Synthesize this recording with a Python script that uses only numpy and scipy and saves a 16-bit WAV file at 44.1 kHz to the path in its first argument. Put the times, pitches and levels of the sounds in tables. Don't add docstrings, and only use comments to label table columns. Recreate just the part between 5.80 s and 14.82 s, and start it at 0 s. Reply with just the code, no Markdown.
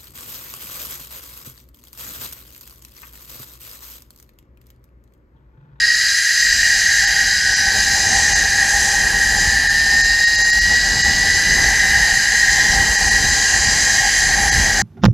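import sys
import numpy as np
from scipy import signal
from scipy.fft import rfft, irfft, dct, next_fast_len
from scipy.io import wavfile
from scipy.ndimage import uniform_filter1d, map_coordinates

SR = 44100
rng = np.random.default_rng(int(sys.argv[2]) if len(sys.argv) > 2 else 0)


def makeup_ratio(level_db):
    decades = np.asarray(level_db, float) / 20
    return 10 ** decades


def generate_wav(signal):
    frames = np.transpose(np.atleast_2d(signal))
    scaled = np.clip(frames, -1, 1) * 32767
    pcm = np.round(scaled).astype(np.int16)
    wavfile.write(sys.argv[1], SR, pcm)


N = 397782

# time in seconds, whine (twelfth order of the strand twist) in Hz.
RIDE_SPEED = [(0, 1246), (1.5, 1490), (2.4, 1617), (3.2, 1718), (3.7, 1765), (4.0, 1811), (4.15, 1820),
              (4.45, 1861), (4.65, 1872), (4.9, 1915), (5.2, 1942), (5.4, 1943), (6.0, 2009), (6.2, 2012),
              (7.0, 2082), (7.35, 2085), (7.65, 2122), (9.02, 2185)]
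# frequency in Hz, half width in
# Hz, level in dB.
HOWL_MODES = [(1645.5, 68.8, -2.5), (1798, 76, -4), (1890.7, 75.4, 1.5), (2132, 77, -17)]
MIDDLE_MODES = [(2412, 106, 1), (2856, 135, 2), (3143, 170, -0.5), (3560, 210, -5)]
SIZZLE_MODES = [(3873, 73, -6), (4027, 110, -3.5), (4260, 170, -6.5), (4583, 155, -4), (4930, 175, 0.5),
                (5250, 174, -6)]
HISS_MODES = [(5846, 110, -3), (5630, 81, -4.5), (6268, 174, 1), (6485, 110, -3), (7056, 210, -3.5),
              (7453, 250, -5), (8080, 430, -13.5)]


def unit(x):
    return x / np.sqrt(np.mean(x ** 2) + 1e-20)


def curves(rows):
    s, *columns = np.transpose(rows)
    return [np.interp(np.arange(N) / SR, s, column) for column in columns]


def wobble(rate):
    knots = rng.standard_normal(int(N * rate / SR) + 4)
    return map_coordinates(knots, [np.arange(N) * rate / SR])


def bumps(rows):
    t = np.arange(N) / SR
    return sum(db * np.exp(-((t - s) / half) ** 2) for s, db, half in rows)


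def filtered(x, gain):
    m = next_fast_len(N + 8192)
    return irfft(rfft(x, m) * gain(np.fft.rfftfreq(m, 1 / SR)), m)[:N]


def modes(table, steep):
    def gain(f):
        return np.sqrt(sum(makeup_ratio(2 * db) / (1 + ((f - hz) / w) ** 2) ** steep for hz, w, db in table))
    return gain


def shape(points):
    hz, db = np.transpose(points)
    return lambda f: makeup_ratio(np.interp(np.log(f + 1), np.log(hz), db))


def noise(gain, patchy_db, span):
    z = signal.stft(rng.standard_normal(N + 512), nperseg=512)[2]
    across_hz = uniform_filter1d(rng.standard_normal(z.shape), 5, 0)
    patches = unit(uniform_filter1d(across_hz, span, 1))
    patchy = signal.istft(z * makeup_ratio(patchy_db * patches), nperseg=512)[1][:N]
    return unit(filtered(patchy, gain))


def wind():
    # time in seconds, airflow in dB.
    airflow = [(0, -60), (.45, -64), (.85, -52), (1.3, -49.5), (1.6, -50), (1.8, -43.5), (2.5, -39),
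               (2.75, -43), (3.1, -41), (3.6, -42), (4.0, -44.5), (4.5, -48.5), (5.0, -43.5), (5.75, -38),
               (6.5, -43.5), (7.0, -38.5), (7.6, -41), (9.02, -38)]
    # time in seconds, change in dB, half length in seconds.
    eddies = [(1.307, 8.5, 0.14), (2.298, 3, 0.12), (2.46, -5, .04), (2.542, 3, .04), (3.0, 5, 0.12),
              (3.62, 4, .08), (4.113, 4.5, 0.11), (4.603, 6.5, 0.061), (4.82, -8, 0.026), (4.925, 4, .03),
              (4.98, -12, .03), (5.22, -8, 0.037), (5.27, 8, .03), (5.454, -3, 0.19), (5.7, -13, 0.077),
              (6.2, 4.5, .1), (7.54, -4, .05), (7.678, -7, .04), (8.27, 5, 0.028), (8.34, -7, 0.054),
              (8.598, 3, .08), (8.746, -2, 0.046), (8.932, 2, .06)]
    # time in seconds, change in dB, half length in seconds.
    slaps = [(.7, 0.5, 0.11), (2.5, -2.5, 0.57), (3.5, 1, 0.27), (4.15, 1.5, 0.12), (4.92, 4.5, 0.057),
             (5.27, 3, 0.056), (5.75, 3, .1), (6.55, -2.5, .12), (6.98, 2.5, 0.064), (7.16, -5, 0.044),
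             (7.44, 5, .04), (8.25, -6, 0.13), (8.73, 3, 0.087), (9.0, 3.5, 0.044)]
    # frequency in Hz, density in dB per Hz.
    buffet_colour = [(8, -45), (20, -14), (32, -6.5), (47, 1.5), (62, -2), (82, -6), (120, -11.5),
                     (200, -13), (310, -21.5), (500, -24.5), (900, -120)]
    rush_colour = [(120, -40), (300, 1), (600, 3), (1000, 3), (1200, -1), (1450, 0.5), (2600, -5.5),
                   (4000, -20), (9000, -13), (15000, -36), (16000, -90)]
    # frequency in Hz, half width in Hz, level in dB.
    cavity_modes = [(796, 28.3, 9.5), (794, 150, -27.5)]

    usual_flow_db = -42
    flow_db = curves(airflow)[0] - usual_flow_db
    eddy_db, slap_db = bumps(eddies), bumps(slaps)
    buffet_db = -29 + 0.84 * flow_db + 0.076 * eddy_db + slap_db + 0.97 * wobble(9)
    cavity_db = -33 + 1.25 * flow_db + eddy_db
    rush_db = usual_flow_db + flow_db + 0.2 * eddy_db + 0.45 * slap_db + 1.4 * wobble(11)

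    gust = wobble(16)
    buffet = noise(shape(buffet_colour), patchy_db=1.0, span=8)
    cavity = noise(modes(cavity_modes, steep=1.39), patchy_db=1.83, span=8)
    rush = noise(shape(rush_colour), patchy_db=0.5, span=12)
    return (makeup_ratio(buffet_db + 0.54 * gust) * buffet
            + makeup_ratio(cavity_db + 0.99 * gust + 0.88 * wobble(24)) * cavity
            + makeup_ratio(rush_db + 5.5 + 0.57 * gust) * rush)


def rolling():
    # time in seconds, load on the wheels in dB, grit under them in dB, camera tipped up in dB.
    roll = [(0, -19, -4.5, 1), (.4, -18, 1, -0.5), (1.0, -16, 1.5, -0.5), (1.85, -19, -2, 0),
            (2.4, -17.5, 3.5, -1), (2.75, -18.5, 0, -1), (3.05, -19.5, 3.5, -1.5), (3.3, -18, -1.5, -2),
            (3.6, -20, 0, -2), (3.85, -19.5, -4, -1.5), (4.2, -21, -1.5, 1.5), (4.6, -24, -5, 0.5),
            (5.0, -20.5, -1, 1.3), (6.15, -16.5, .5, 0), (6.8, -17, 1.5, 0.5), (7.15, -20, 1, -.5),
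            (7.8, -18.5, 3.5, 1), (9.02, -17, 0.5, -1)]
    # frequency in Hz, half width in Hz, level in dB.
    top_modes = [(8960, 68, 6.5), (9680, 560, -2), (10450, 530, 2.5), (11110, 120, 0), (11960, 300, -6.5),
                 (12750, 300, -6), (13300, 330, -4), (14500, 250, -9.5), (14800, 260, -15)]

    (howl_db, grit_db, tip_db), (whine_hz,) = curves(roll), curves(RIDE_SPEED)
    faster_khz = (whine_hz - whine_hz.mean()) / 1000
    sizzle_db = -22.5 - 4.5 * faster_khz + 0.17 * grit_db + tip_db + 0.32 * wobble(4)
    hiss_db = -23 + grit_db
    top_db = -36.5 + 0.37 * grit_db - 0.85 * tip_db + 0.45 * wobble(3.3)
    pin_db = top_db - 11.5 - 1.7 * tip_db
    middle_db = np.mean([howl_db, sizzle_db, hiss_db, top_db], axis=0) - 6.5

    grip = wobble(12) + 1.0 * wobble(30)
    howl = noise(modes(HOWL_MODES, steep=2.26), patchy_db=-1.0, span=30)
    middle = noise(modes(MIDDLE_MODES, steep=1.78), patchy_db=1.4, span=40)
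    sizzle = noise(modes(SIZZLE_MODES, steep=2.6), patchy_db=0.4, span=60)
    hiss = noise(modes(HISS_MODES, steep=2.26), patchy_db=1.0, span=60)
    top = noise(modes(top_modes[1:], steep=2.45), patchy_db=2.1, span=30)
    pin = noise(modes(top_modes[:1], steep=2.5), patchy_db=2.0, span=30)
    return (makeup_ratio(howl_db) * howl
            + makeup_ratio(middle_db) * middle
            + makeup_ratio(sizzle_db + 0.31 * grip) * sizzle
            + makeup_ratio(hiss_db + 0.45 * grip) * hiss
            + makeup_ratio(top_db + 0.22 * grip) * top
            + makeup_ratio(pin_db) * pin)


def strands():
    # time in seconds, whine in dB rms.
    bite = [(0, -47), (.9, -55), (1.7, -28), (2.0, -28), (2.35, -46), (2.6, -24), (3.3, -32), (3.65, -21.5),
            (4.15, -14.5), (4.95, -16), (5.1, -21), (5.3, -18.5), (6.15, -24.5), (6.4, -35), (6.8, -28.5),
            (7.6, -45), (8.1, -32), (9.02, -38)]
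    faint_orders = [7, 15, 16, 17, 19, 23, 24, 25, 26, 29, 39.84, 45.85]
    faint_levels = [-38, -38, -39, -32, -35, -35, -33, -34, -37, -39, -30, -31]
    near_orders = [6, 11, 13, 14, 18]
    near_levels = [-29.5, -24.5, -24, -32, -21.5]
    group_levels = [-0.5, -17.5, -4.5, -5]
    # frequency in Hz, half width in Hz, level in dB.
    bracket = [(640, 30, -31), (690, 30, -22), (820, 24, -10), (1024, 18, -14), (1062, 24, -14)]

    (whine_hz,), (whine_db,) = curves(RIDE_SPEED), curves(bite)
    twist = 2 * np.pi * np.cumsum(whine_hz / 12) / SR + 0.02 * wobble(25)
    slip = 0.035 * wobble(18)

    def line(order, db, slipping=0):
        phase = order * (twist + slipping) + 2 * np.pi * rng.random()
        return np.sqrt(2) * makeup_ratio(db) * np.sin(phase)

    faint = sum(line(order, db + 4.5 * wobble(5), slip)
                for order, db in zip(faint_orders, faint_levels))
    near = sum(line(order, db + 1.5 * wobble(4) + 0.65 * wobble(6.6))
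               for order, db in zip(near_orders, near_levels))

    groups = zip([HOWL_MODES, MIDDLE_MODES, SIZZLE_MODES, HISS_MODES], group_levels)
    frame = [(hz, w, db + group_db) for table, group_db in groups for hz, w, db in table]
    rung_faint = filtered(faint, modes(frame, steep=2.2))
    rung_near = filtered(near, modes(frame + bracket, steep=2.8))
    whine = line(12, whine_db + 0.77 * wobble(15))
    return whine + rung_faint + rung_near


def scene():
    return np.tile(wind() + rolling() + strands(), (2, 1))


def thin_out(x):
    # time in seconds, level in dB under which partials are lost.
    thin_moments = [(1.264, -46), (1.754, -48), (2.544, -43), (3.888, -46), (4.228, -45), (4.462, -45),
                    (4.57, -44), (4.634, -44), (4.718, -43), (4.804, -44), (5.231, -44), (7.173, -46),
                    (7.3, -46), (8.707, -41)]
    size = 1880
    out, window = x.copy(), np.sin(np.pi * (np.arange(size) + 0.5) / size)
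    tilt_db = np.linspace(3, -9, size)
    for s, keep_db in thin_moments:
        centre = round(s * SR)
        at = slice(centre - size // 2, centre + size // 2)
        bins = dct(x[at] * window, type=4, norm="ortho")
        strength = np.abs(bins) / (np.sqrt(size / 4) * makeup_ratio(keep_db + tilt_db))
        lost = dct(bins / (1 + strength ** 8), type=4, norm="ortho")
        out[at] -= 0.91 * lost * window ** 2
    return out


def wide_flickers(x):
    # time in seconds, low edge in Hz, high edge in Hz.
    flickers = [(2.5704, 6500, 8600), (2.5704, 10200, 12700), (5.5658, 4500, 7800), (5.5658, 8200, 12000),
                (6.7964, 8900, 11300), (7.5394, 5500, 7800), (7.5394, 8200, 10000), (7.8413, 12300, 14000)]
    size = 2048
    side, window = np.zeros(N), np.sin(np.pi * (np.arange(size) + 0.5) / size)
    hz = np.fft.rfftfreq(size, 1 / SR)
    for s, low_hz, high_hz in flickers:
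        centre = round(s * SR)
        at = slice(centre - size // 2, centre + size // 2)
        chance = np.exp(2j * np.pi * rng.random(len(hz)))
        bins = rfft(x[at] * window) * chance * (hz > low_hz) * (hz < high_hz)
        side[at] += 0.85 * irfft(bins) * window
    return side


def band_limit(x):
    return signal.sosfilt(signal.butter(12, 15440, fs=SR, output="sos"), x)


def record(dry):
    held = dry[0] / (1 + np.abs(dry[0] / 0.82) ** 12) ** (1 / 12)
    mid = thin_out(filtered(held, lambda hz: hz < 15285))
    side = wide_flickers(mid)
    return band_limit(np.array([mid + side, mid - side]))


dry = scene()
out = record(dry)
generate_wav(out)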